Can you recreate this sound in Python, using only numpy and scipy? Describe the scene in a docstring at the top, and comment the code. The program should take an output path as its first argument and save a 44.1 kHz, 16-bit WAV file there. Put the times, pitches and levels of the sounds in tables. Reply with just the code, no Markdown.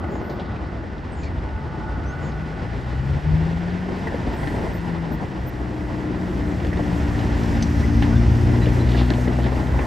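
"""At a railway crossing, cars roll slowly past, close by: shaped noise for their bodies, tyres and fine grit.
Tyres striking rails and joints are decaying noise and struck modes; stones are short filtered noise bursts.
One engine pulls away, one eases off and a deeper one drones past, each a sum of harmonics of a gliding rate.
A fan hisses as band noise, short squeaks and a bird are gliding sines, and a high hiss puffs once. Far off
a departing train rumbles as shaped noise, while its wheels sing as wandering tones in narrow noise."""
import sys
import numpy as np
from scipy import signal
from scipy.fft import rfft, irfft
from scipy.io import wavfile

SR = 44100
rng = np.random.default_rng(int(sys.argv[2]) if len(sys.argv) > 2 else 0)


def inscribe(sig):
    """Save sig as 16-bit PCM at rate SR to the path in sys.argv[1].

    A 1-D sig is mono; a 2-D sig holds one channel per row.
    Samples are clipped to [-1, 1] before scaling.
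    """
    pcm = np.round(np.clip(np.atleast_2d(sig).T, -1, 1) * 32767)
    wavfile.write(sys.argv[1], SR, pcm.astype(np.int16))


N = 434826
T = np.arange(N) / SR   # t/s
HZ = np.maximum(np.fft.rfftfreq(N, 1 / SR), 1)   # f/Hz

# Spectra of the rolling noise, normalised to unit power in use: columns f/Hz, relative level/dB (per Hz).
# Booming car bodies, roaring road, ringing tread, hissing tread, fine sizzle:
BOOM = [(20, -37), (32, -4), (45, 12), (60, 17.5), (85, 16), (120, 7.5), (170, 1.5), (260, -9.5),
        (500, -71)]
ROAR = [(70, 3.5), (140, 7), (220, 6.5), (320, 3.5), (430, -1), (560, -4.5), (850, -4), (1000, -7),
        (1250, -19), (1700, -27), (3000, -91)]
TREAD_RING = [(700, -9), (1100, 0), (1450, 5), (1620, 4), (1780, 7.5), (2020, 7), (2300, -9.5),
              (3200, -49.5)]
HISS = [(1200, -24.5), (2200, 9), (2800, 7), (4000, 0), (5200, -2), (6500, -12), (8700, -17.5),
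        (12000, -99)]
SIZZLE = [(2500, -20), (4000, -4), (5500, 1), (8200, -3.5), (9500, -13), (12000, -10.5), (14200, -11.5),
          (15000, -18)]
# Tyres growling on the panels, and a car's fan hissing around 5 kHz: columns f/Hz, relative level/dB
GROWL = [(200, -23.5), (300, 4.5), (350, 9.5), (470, -4.5), (600, -5), (900, -44)]
FAN = [(3500, -18.5), (4800, 3), (5600, 4), (6500, -0.5), (8000, -31.5)]
# Tread slap, carcass thud, loose panel's rattle, crushed gravel: columns f/Hz, relative level/dB
SLAP = [(200, -25), (400, 21), (850, 13), (1250, -23), (1850, -6), (2500, -13), (5000, -31), (10000, -61)]
THUD = [(40, -29.5), (100, -18), (230, 3.5), (350, 4.5), (600, -23), (1500, -63)]
RATTLE = [(1100, -27.5), (1650, 0), (1850, 3.5), (2050, 0), (2400, -18.5), (4000, -23.5)]
GRAVEL = [(900, -11), (1700, -3), (2800, 2), (3900, 1.5), (4800, -4), (7000, -30.5)]
# The puff of high hiss and the train's rumble: columns f/Hz, relative level/dB
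PUFF = [(5000, -25), (8000, 7), (11000, -6), (15000, -3)]
TRAIN = [(35, -11), (58, 22.5), (110, 8.5), (180, 7.5), (260, -0.5), (340, -1), (450, -7.5), (800, -2.5),
         (950, -25), (1100, -4.5), (1400, -6), (1650, -56)]

# Cars rolling past: columns t/s when closest, reach/s, then relative level/dB of roar, tread hiss, sizzle
PASSES = [(.2, 0.2, -44.5, -71, -88), (3.35, 1, -45.5, -47, -63.5), (4.47, 0.6, -35, -46.5, -60.5),
          (7.45, 0.99, -34.5, -43, -53.5), (8.82, 0.77, -35.5, -43.5, -52.5),
          (9.88, 0.5, -32.5, -47.5, -53.5)]
FAR_ROAR_DB, FAR_HISS_DB, FAR_SIZZLE_DB = -38, -51.5, -99   # traffic further down the street
FALLOFF = 1.584   # power falls as (1 + (time from closest / reach)^2) to this exponent
# Car bodies heaving over the crossing: columns t/s when loudest, reach/s, relative level/dB
HEAVES = [(1.5, 0.47, -29), (3.22, 0.15, -21), (4.45, 0.36, -29), (7.62, 0.59, -20.5), (8.4, 0.36, -21),
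          (9.75, 0.11, -23)]
FAR_BOOM_DB = -45.5   # on the same relative scale as HEAVES
LUMP_DB, LUMPS_HZ = 1.7, 16   # depth in the roar, and rate, of the road's unevenness
# Tyres growling on the panels: columns t/s when loudest, reach/s, level/dB
GROWLS = [(.2, 0.45, -38), (3.75, 0.14, -40), (6.5, 0.53, -36), (8.8, 0.32, -34)]
# A car's fan swelling and receding once, one row: t/s when loudest, reach/s, level/dB
FAN_PASS = (7.96, 0.5, -52.5)

# Tyres meeting a rail or joint: columns t/s, thud level/dB, knock level/dB (both relative),
# knock's strongest f/Hz, panel rattle level/dB
BUMPS = [(.04, -31, -23, 680, -40), (.125, -30, -22, 620, -44), (.155, -32, -24, 680, -42),
         (.215, -31, -23, 600, -48), (.295, -30, -23.5, 680, -44), (.385, -35, -26, 650, -42),
         (3.886, -24, -22, 800, -42), (3.92, -23, -29, 450, -50), (4.07, -27, -20, 900, -29),
         (4.122, -25, -27, 800, -40), (4.142, -23, -20, 520, -36), (4.268, -23, -25, 560, -40),
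         (4.431, -28, -20, 780, -34), (4.472, -25, -23, 450, -28), (4.505, -25, -33, 450, -36),
         (4.54, -28, -19.5, 800, -46), (4.562, -24, -22, 680, -50), (4.595, -23, -27, 600, -50),
         (4.635, -24, -25, 430, -44), (4.668, -25, -25, 800, -38), (4.70, -25, -27, 430, -50),
         (4.75, -24, -29, 450, -46), (6.095, -23, -36, 450, -50), (6.333, -24, -27, 500, -50),
         (6.438, -22, -31, 450, -50), (6.647, -24, -27, 500, -35), (6.728, -26, -25, 600, -32),
         (6.773, -24, -24, 450, -40), (6.793, -26, -18, 680, -38), (7.146, -26, -27, 600, -33),
         (8.022, -18, -20, 700, -27), (8.261, -23, -29, 600, -46), (8.495, -19, -25, 450, -46),
         (8.668, -20, -19, 500, -40), (8.826, -22, -27, 450, -44), (8.945, -20, -23, 450, -32),
         (9.012, -23, -21, 900, -33), (9.104, -16, -19, 470, -28), (9.181, -26, -19, 570, -42),
         (9.256, -25, -26, 430, -38), (9.275, -20, -18, 500, -34), (9.295, -24, -23, 520, -40),
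         (9.387, -25, -19, 550, -37), (9.445, -22, -24, 500, -36), (9.463, -24, -19, 750, -29),
         (9.521, -30, -19, 650, -48), (9.595, -35, -26, 700, -48), (9.741, -36, -23, 750, -44),
         (9.762, -38, -24, 800, -44), (9.79, -36, -18.5, 880, -31), (9.815, -38, -23, 900, -35)]
# Modes of the struck tyre and crossing panel: columns f/Hz, relative level/dB, t60/s
KNOCK = [(350, -7, 0.075), (440, 5.5, 0.054), (580, -0.5, 0.085), (683, -0.5, 0.071), (838, 0, 0.064),
         (1040, -0.5, 0.045)]
KNOCK_SPREAD_OCTAVES, KNOCK_GAIN_DB, SLAP_GAIN_DB, THUD_GAIN_DB = .75, -8, -13, 1.5
MODE_SCATTER_DB = 2.5   # chance in the strength of every struck mode
# Lesser pavement seams, as often as this with a car at its closest; levels on the scale of BUMPS
SEAMS_PER_S, SEAM_KNOCK_DB, SEAM_THUD_DB, SEAM_HZ = 7, -31, -30, 550
# Tyres scrunching over loose gravel: columns t/s when loudest, reach/s, level/dB
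SCRUNCHES = [(.48, .14, -56.5), (8.91, .02, -40), (8.995, 0.037, -36.5), (9.45, 0.02, -40.5)]
GRAVEL_GRAINS_PER_S, GRAVEL_GRAIN_S = 1600, .0012   # rate, and decay constant of the power
# Loudest stones and loose parts clicking: columns t/s, relative level/dB, f/Hz, t60/s
CLICKS = [(.042, -37, 2600, .05), (.298, -41, 4400, .15), (.397, -35, 3400, .11), (.455, -43, 3500, .04),
          (.562, -37, 2600, .06), (.98, -41, 3600, .04), (1.233, -39, 4400, .16), (1.388, -38, 2700, .04),
          (1.49, -39, 2800, .04), (2.32, -40, 4200, .03), (3.704, -35, 3000, .025), (4.472, -33, 2800, .1),
          (6.601, -31, 2800, .02), (6.648, -32, 3200, .025), (6.668, -32, 3200, .025),
          (6.729, -27, 1900, .06), (6.772, -30, 3400, .02), (7.191, -27.5, 3500, .02),
          (7.211, -30, 3000, .02), (7.435, -31, 4400, .03), (7.624, -24, 4800, .07),
          (8.023, -26, 3100, .11), (8.657, -24, 2900, .04), (8.666, -29, 2900, .03),
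          (9.103, -19.5, 3800, .019), (9.136, -28, 3300, .04), (9.281, -29, 3000, .02),
          (9.67, -31, 3000, .03), (9.79, -25, 2000, .1)]
STONES_PER_S, STONE_DB, STONE_T60_S = 11, -39, .025   # smaller stones; rate with a car at its closest
CRACK_DB, CRACK_FULL_DB, CRACK_T60_S = -5, -19, .014   # dry edge; snaps below the full level are duller
CRACK_LOW_HZ, CRACK_HIGH_HZ = 600, 5800   # lower edge, and limit of the upper edge
# A small metal part chinking: columns t/s, relative level/dB
CHINKS = [(7.624, -31), (7.626, -24.5), (7.632, -34), (7.639, -38)]
# Its modes: columns f/Hz, relative level/dB, t60/s
METAL = [(2070, -9, .03), (3100, -8, .015), (3770, -12, .02), (4600, -5, .016), (5200, -7, .016),
         (6050, -9, .05), (6300, -6, .014), (7150, -19, .015), (8300, -18, .02)]

# Engine pulling away: columns t/s, crank f/Hz, second-order level/dB, third-order level/dB
PULLING = [(2.0, 42.8, -48, -41), (2.29, 50, -42, -32), (2.45, 52, -40, -35), (2.72, 57.7, -30, -36),
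           (2.87, 62, -33, -42), (3.08, 68.3, -23.5, -44), (3.33, 77.5, -19, -50), (3.5, 83, -23, -50),
           (3.65, 86.6, -27, -48), (3.85, 91, -30.5, -48), (4.1, 94, -35, -48), (4.2, 95, -42, -55)]
# Its first order, one row: t/s when loudest, reach/s, level/dB
PULLING_THROB = (3.22, 0.28, -25)
# Engine easing off: columns t/s, crank f/Hz
EASING_SPEED = [(4.55, 89.7), (4.92, 83.5), (5.08, 82.4), (5.35, 65.4)]
# Its exhaust's pass, one row: t/s when closest, reach/s, level/dB
EASING_PASS = (4.98, 0.23, -22)
# Its exhaust overtones: columns order, level/dB relative to the pass
EASING_ORDERS = [(1, -12.5), (2, -7), (4, -19)]
# Deep engine, slowing for the rails and picking up again: columns t/s, firing f/Hz
DRONE_SPEED = [(5.4, 62.34), (5.8, 60.57), (6.2, 60.72), (6.6, 58.94), (6.95, 58.58), (7.7, 56.9),
               (8.1, 57.97), (8.85, 60.36), (9.6, 63.22)]
# Its orders, each swelling once or twice: columns order, t/s when loudest, reach/s, level/dB
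DRONE_ORDERS = [(1, 9.06, 0.7, -21.5), (2, 8.53, 0.63, -19.5), (3, 6.76, 0.77, -31.5),
                (3, 8.4, 0.58, -29.5), (4, 7.94, 0.48, -25.5), (4, 9.2, 0.53, -31), (5, 6.16, 0.28, -33.5),
                (5, 7.67, 1.03, -29), (6, 8.2, 0.76, -39), (11, 7.2, .4, -55)]
DRONE_FAR_DB, PIPE_FAR_DB = -36.5, -52.5   # orders 1 and 2, and each upper one, with the car far off
WAVER_DB = 2.4   # spread of the upper orders' level
ENGINE_ROUGH, ENGINE_FADE_S = .1, .2   # relative unevenness of each order; fade in and out
PULLING_LEFT_DB, EASING_LEFT_DB, DRONE_LEFT_DB, PIPE_LEFT_DB = 4, 5.5, 2.5, 4   # left minus right
DIP_AT_S, DIP_HALF_WIDTH_S, DIP_DB = 3.215, .035, -17   # the rising hum and the boom dip briefly

# Thin high squeaks: columns t/s, length/s, start f/Hz, end f/Hz, level/dB, rasp (0-1)
SQUEAKS = [(0., .22, 14600, 13900, -73, 0.2), (.2, 0.18, 14000, 14250, -65, .1),
           (4.32, .06, 14600, 14400, -61, 0.7), (4.722, .07, 14450, 14500, -55, .6),
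           (5.112, 0.05, 14600, 14350, -53, 1.), (5.462, 0.042, 14650, 14500, -47, 1.)]
# Creaks and squeaks of the passing cars: columns t/s, length/s, start f/Hz, end f/Hz, level/dB, rasp (0-1)
CREAKS = [(1.225, 0.027, 2450, 2450, -45, 0.9), (1.26, 0.03, 2330, 2330, -45, 1),
          (1.24, 0.05, 4400, 4520, -56, .6), (7.825, 0.036, 2030, 2040, -33.5, 0.55),
          (8.11, 0.073, 1400, 1660, -41, 0.4), (8.15, .04, 3550, 3570, -45, 0.8),
          (8.61, 0.0316, 2000, 1980, -35, 0.4), (8.61, 0.051, 4065, 3910, -45, 0.41),
          (8.79, 0.039, 3900, 4047, -46, 0.7)]
PUFF_AT_S, PUFF_DB, PUFF_RISE_S, PUFF_T60_S = 4.36, -56, .015, 1.8

# The departing train's rumble: columns t/s, level/dB
LEAVING = [(0, -27.5), (.2, -34.5), (.5, -29.5), (1, -41.5), (1.5, -34.5), (1.9, -29.5), (2.4, -32.5),
           (4, -44), (6, -36.5)]
# Its wheels singing in swells: columns t/s, reach/s, low-tone and high-tone relative level/dB
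SINGING = [(.06, 0.032, -58, -42), (.42, 0.29, -54, -46), (1.58, .13, -45, -49), (1.86, 0.08, -41, -45),
           (1.94, .04, -52, -38), (2.16, .11, -56.5, -39.5), (2.35, .05, -59.5, -44.5), (2.9, 1, -61, -50)]
SING_WANDER, SING_RASP = .009, 1.1   # relative pitch wander; noise against tone
# Bird calls: columns t/s, length/s, start f/Hz, end f/Hz, level/dB, rasp (0-1)
BIRD = [(.09, .13, 7250, 6500, -61, 1.), (1.11, .05, 8500, 8200, -60, .8), (1.14, .15, 7400, 6500, -59, 1.),
        (2.05, .09, 5700, 6700, -55, .1), (2.2, .13, 7300, 6300, -58, 1.)]

# Stereo width: columns f/Hz, side minus mid level/dB (before a common trim)
WIDTH = [(60, -19), (110, -11), (200, -11.5), (380, -11), (700, -7), (1200, -3.5), (1400, -3), (1500, 9.5),
         (1600, -0.5), (1680, -8.5), (2380, -9.5), (4400, -35), (6500, -9), (9500, 8), (15000, -3.5)]
# Stereo lean: columns f/Hz, left minus right level/dB
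LEAN = [(60, 0), (270, 2), (500, 2.5), (700, 0), (950, 2), (1200, -1), (1600, -3.5), (2100, -1),
        (2700, -0.5)]
CUTOFF_HZ = 15200


def road(roar_db, hiss_db, near_db):
    """Rolling noise: bodies boom, rough asphalt makes tyres roar, and the tread rings and hisses over grit."""
    boom_db = swell(HEAVES, FAR_BOOM_DB) + dip_db()
    texture = drift(LUMPS_HZ)   # unevenness of the road, shared by roar, tread and hiss
    grit_per_s = 200 * from_db(near_db + 55)
    grit = (rng.random(N) < grit_per_s / SR) * rng.random(N)
    boom = street(BOOM, from_db(boom_db + 1.5 + 0.76 * drift(1.6)))
    roar = street(ROAR, from_db(roar_db + 5.0 + LUMP_DB * texture))
    tread_db = (roar_db + hiss_db) / 2 - 3.0
    tread = street(TREAD_RING, from_db(tread_db + 0.63 * texture))
    hiss_gain = from_db(hiss_db - 2.04 + 0.85 * texture + 0.53 * drift(26))
    hiss = street(HISS, hiss_gain * (1 + 4 * grit))
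    sizzle_gain = from_db(near_db - 1.5 + 1.3 * drift(6.0))
    sizzle = street(SIZZLE, sizzle_gain * (1 + 4 * grit))
    return boom + roar + tread + hiss + sizzle


def growl():
    """Amplitude-modulated band noise: tyres growl on the crossing panels with a fast uneven level."""
    return street(GROWL, from_db(swell(GROWLS) + 2.7 * drift(22)))


def fan():
    """Level against distance: a car's fan hisses as band noise around 5 kHz, swelling and receding once."""
    return street(FAN, from_db(swell([FAN_PASS])))


def bumps(near_db, slap_t60, thud_t60, rattle_t60):
    """Impact excitation: an edge knocks modes, slaps the tread, thuds the carcass and rattles the panel."""
    seam_times = chance_times(SEAMS_PER_S, near_db)
    seams = [(s, SEAM_THUD_DB, SEAM_KNOCK_DB, SEAM_HZ, -np.inf) for s in seam_times]   # no rattle
    s, thud_db, knock_db, knock_hz, rattle_db = np.transpose(list(BUMPS) + seams)
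    slap = street(SLAP, decays(s, knock_db + SLAP_GAIN_DB, slap_t60, rise=0.00096))
    thud = street(THUD, decays(s, thud_db + THUD_GAIN_DB, thud_t60, rise=0.0032))
    rattle = street(RATTLE, decays(s, rattle_db, rattle_t60, rise=0.0015))
    knocks = list(zip(s, knock_db + KNOCK_GAIN_DB, knock_hz))
    mid, side = (rfft(strike(knocks, KNOCK, detune=0.034)) for _ in range(2))
    return slap + thud + rattle + spread(mid, side)


def gravel():
    """Granular noise: dense random grains of uneven power, each decaying, as a tyre crushes gravel."""
    grains = (rng.random(N) < GRAVEL_GRAINS_PER_S / SR) * rng.exponential(1, N)
    power = signal.lfilter([1], [1, -np.exp(-1 / (GRAVEL_GRAIN_S * SR))], grains)
    return street(GRAVEL, from_db(swell(SCRUNCHES)) * rms_one(np.sqrt(power)))


def clicks(near_db):
    """Damped resonance of noise: each snapping stone has its own pitch band and a short dry crack."""
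    out = np.zeros(N)
    stones = [(s, STONE_DB + rng.normal(0, 2.5), rng.uniform(1802, 3366), STONE_T60_S)
              for s in chance_times(STONES_PER_S, near_db)]
    for s, db, hz, t60 in list(CLICKS) + stones:
        start = int(s * SR)
        age = T[:min(SR // 4, N - start)]
        band_hz = [hz * 0.7, min(hz * 1.33, SR / 3)]
        band = signal.butter(1, band_hz, "band", fs=SR, output="sos")
        edge_hz = [CRACK_LOW_HZ, min(hz * 1.35, CRACK_HIGH_HZ)]
        edge = signal.butter(2, edge_hz, "band", fs=SR, output="sos")
        ringing, cracking = rng.standard_normal((2, len(age)))
        ringing = rms_one(signal.sosfilt(np.vstack([band, band, band]), ringing))
        cracking = rms_one(signal.sosfilt(np.vstack([edge, edge]), cracking))
        snap = ringing * from_db(-6.5 - 60 * age / t60)
        crack_db = CRACK_DB + (db - CRACK_FULL_DB) / 2   # against the snap
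        crack = cracking * from_db(crack_db - 60 * age / CRACK_T60_S)
        out[start:start + len(age)] += from_db(db) * (snap + crack)
    return out


def chinks():
    """Modal ringing: each blow sets the damped modes of a small metal part sounding."""
    return strike(CHINKS, METAL, detune=0.0025)


def engines():
    """Harmonic series of the exhausts: three engines sound in turn, a little to the left."""
    _, second_db, third_db = in_time(PULLING)
    pulling_dbs = [swell([PULLING_THROB]), second_db, third_db]
    pulling_orders = [(k, db + dip_db()) for k, db in enumerate(pulling_dbs, 1)]
    pulling = engine(PULLING, pulling_orders, ENGINE_ROUGH, wobble=0.001)

    pass_db = swell([EASING_PASS])
    easing_orders = [(k, pass_db + db) for k, db in EASING_ORDERS]
    easing = engine(EASING_SPEED, easing_orders, ENGINE_ROUGH, wobble=0.0038)

    multiples = sorted({row[0] for row in DRONE_ORDERS})
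    lower = [(k, order_db(k, DRONE_FAR_DB)) for k in multiples if k <= 2]
    upper = [(k, order_db(k, PIPE_FAR_DB) + WAVER_DB * drift(10.4)) for k in multiples if k > 2]
    drone = engine(DRONE_SPEED, lower, ENGINE_ROUGH, wobble=0.0022, stays=True)
    pipe = engine(DRONE_SPEED, upper, ENGINE_ROUGH, wobble=0.0022, stays=True)
    return (pan(pulling, PULLING_LEFT_DB) + pan(easing, EASING_LEFT_DB)
            + pan(drone, DRONE_LEFT_DB) + pan(pipe, PIPE_LEFT_DB))


def engine(speed, orders, rough, wobble, stays=False):
    """Fourier synthesis: near-aligned orders (multiple, level/dB) form pulses; uneven firing shakes each."""
    speed_hz = in_time(speed)[0] * (1 + wobble * drift(9.2))
    turn = 2 * np.pi * np.cumsum(speed_hz) / SR
    end = np.inf if stays else speed[-1][0]
    heard = np.clip(np.minimum(T - speed[0][0], end - T) / ENGINE_FADE_S + 1, 0, 1)
    lines = np.zeros(N)
    for k, db in orders:
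        line = np.cos(k * turn + rng.normal(0, 0.67))
        lines += from_db(db) * line * (1 + rough * drift(0.85))
    return -np.sqrt(2) * heard * lines


def order_db(order, far_db):
    """Superposition of powers: one order of the deep engine sums its swells over a far level."""
    return swell([passing for k, *passing in DRONE_ORDERS if k == order], far_db)


def squeaks():
    """Frequency modulation: thin squeaks and the cars' creaks are gliding tones roughened by flutter."""
    return whistles(SQUEAKS, rasp_hz=200) + whistles(CREAKS, rasp_hz=200)


def puff():
    """Exponential decay: a high hiss rises quickly and dies away."""
    age = np.maximum(T - PUFF_AT_S, 0)
    decay = from_db(PUFF_DB - 60 * age / PUFF_T60_S)
    return street(PUFF, decay * (1 - np.exp(-age / PUFF_RISE_S)))


def train():
    """Friction-driven resonance: the train rumbles off while its wheels sing wavering tones on the rails."""
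    low_db, high_db = swells(SINGING, [-np.inf, -np.inf])
    low = from_db(low_db + 2.0) * narrow(868, 23)
    high_tones = narrow(1473, 25) + from_db(-12.0) * narrow(2004, 20)
    high = from_db(high_db - 1.5) * high_tones
    rumble = street(TRAIN, from_db(in_time(LEAVING)[0]))
    return low + high + rumble


def narrow(hz, width_hz):
    """Resonance kept ringing by friction: a wandering tone in a skirt of narrow noise, at unit power."""
    wander_hz = hz * (1 + SING_WANDER * drift(20.7))
    tone = np.sqrt(2) * np.sin(2 * np.pi * np.cumsum(wander_hz) / SR)
    shape = 1 / (1 + ((HZ - hz) / width_hz) ** 2)
    skirt = rms_one(irfft(rfft(rng.standard_normal(N)) * shape, N))
    return rms_one(tone + SING_RASP * skirt)


def bird():
    """Frequency modulation: short gliding calls, most made raspy by a fast flutter of pitch."""
    return whistles(BIRD, rasp_hz=387)


def whistles(rows, rasp_hz):
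    """Frequency modulation: short gliding tones turn raspy where a fast flutter shakes their pitch."""
    out, flutter = np.zeros(N), drift(660)
    for s, length, start_hz, end_hz, db, rasp in rows:
        part = slice(int(s * SR), int((s + length) * SR))
        along = np.linspace(0, 1, part.stop - part.start)
        hz = start_hz + (end_hz - start_hz) * along + rasp * rasp_hz * flutter[part]
        tone = np.sqrt(2) * np.sin(2 * np.pi * np.cumsum(hz) / SR)
        out[part] += from_db(db) * np.sin(np.pi * along) * tone
    return out


def strike(rows, modes, detune):
    """Modal superposition: each blow (t/s, level/dB, perhaps a favoured f/Hz) rings every mode."""
    out, age = np.zeros(N), T[:SR // 6]
    for s, db, *favoured in rows:
        start = int(s * SR)
        for hz, mode_db, t60 in modes:
            share = 1
            if favoured:
                share = np.exp(-(np.log2(hz / favoured[0]) / KNOCK_SPREAD_OCTAVES) ** 2)
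            mode_hz = hz * (1 + detune * rng.standard_normal())
            ring = share * np.sin(2 * np.pi * mode_hz * age) * rng.choice([-1, 1])
            blow_db = db + mode_db + rng.normal(0, MODE_SCATTER_DB)
            blow = ring * from_db(blow_db - 60 * age / t60)
            out[start:start + len(age)] += blow[:N - start]
    return out


def decays(times, levels_db, t60, rise):
    """Addition of incoherent powers: blows swell quickly and decay exponentially; returns a gain."""
    power = np.zeros(N)
    for s, db in zip(times, levels_db):
        start = int(s * SR)
        age = T[:min(SR // 2, N - start)]
        blow = from_db(db - 60 * age / t60) * (1 - np.exp(-age / rise))
        power[start:start + len(age)] += blow ** 2
    return np.sqrt(power)


def swell(rows, far_db=-120):
    """Level against distance: sources (t/s, reach/s, level/dB) approach and recede over a far background."""
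    power = sum(from_db(db) ** 2 / (1 + ((T - s) / reach) ** 2) ** FALLOFF for s, reach, db in rows)
    return 10 * np.log10(power + from_db(far_db) ** 2)


def swells(rows, far_dbs):
    """Level against distance, for each level column of a table."""
    return [swell([(s, reach, dbs[k]) for s, reach, *dbs in rows], far_db)
            for k, far_db in enumerate(far_dbs)]


def dip_db():
    """Gaussian attenuation: the level dips briefly."""
    return DIP_DB * np.exp(-((T - DIP_AT_S) / DIP_HALF_WIDTH_S) ** 2)


def chance_times(per_s, near_db):
    """Poisson-like chance: random moments, most frequent when a car is nearest."""
    return T[rng.random(N) < per_s * from_db(near_db - near_db.max()) / SR]


def street(colour, excite=1):
    """Spectral shaping: noise modulated by excite is coloured, direct in the middle and scattered aside."""
    above = np.minimum(colour[-1][0] / HZ, 1) ** 2   # falls on above the last point
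    shape = gain_at(colour) * above
    shape = shape / np.sqrt(np.mean(shape ** 2))
    mid, side = rfft(rng.standard_normal((2, N)) * excite) * shape
    return spread(mid, side)


def spread(mid, side):
    """Mid-side stereophony: spectra of direct and scattered sound become left and right signals."""
    side = side * gain_at(WIDTH) * from_db(-0.5)
    lean = np.sqrt(gain_at(LEAN))   # half the difference on each side
    return irfft(np.array([(mid + side) * lean, (mid - side) / lean]), N)


def pan(x, left_db):
    """Interchannel level difference: place a sound to one side."""
    return x * from_db([[left_db / 2], [-left_db / 2]])


def drift(rate):
    """Low-pass filtered noise: random change slower than about rate (Hz), with spread 1."""
    return rms_one(irfft(rfft(rng.standard_normal(N)) / (1 + (HZ / rate) ** 2), N))


def gain_at(points):
    """Logarithmic interpolation: a table of f/Hz, level/dB as a gain at every frequency."""
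    hz, db = np.transpose(points)
    return from_db(np.interp(np.log(HZ), np.log(hz), db))


def in_time(rows):
    """Linear interpolation: each column of a curve at every sample."""
    s, *columns = np.transpose(rows)
    return [np.interp(T, s, c) for c in columns]


def rms_one(x):
    """Power normalisation: scale to unit mean square."""
    return x / np.sqrt(np.mean(x ** 2) + 1e-20)


def from_db(db):
    """Decibel law: level to amplitude gain."""
    return 10 ** (np.asarray(db) / 20)


def scene():
    """Superposition: traffic in front, the train and the bird behind it."""
    roar_db, hiss_db, near_db = swells(PASSES, [FAR_ROAR_DB, FAR_HISS_DB, FAR_SIZZLE_DB])
    rolling = road(roar_db, hiss_db, near_db) + growl()
    blows = bumps(near_db, slap_t60=0.15, thud_t60=0.1, rattle_t60=0.091)
    loose = gravel() + clicks(near_db) + chinks()
    cars = rolling + fan() + blows + loose + engines() + squeaks() + puff()
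    behind = train() + bird()
    return cars + behind


def record(dry):
    """Band limitation: the microphone drops the deepest bass and the very top."""
    bass_cut = signal.butter(2, 28, "high", fs=SR, output="sos")
    top_cut = signal.ellip(10, .1, 80, CUTOFF_HZ, fs=SR, output="sos")
    return signal.sosfilt(top_cut, signal.sosfilt(bass_cut, dry))


dry = scene()
out = record(dry)
inscribe(out)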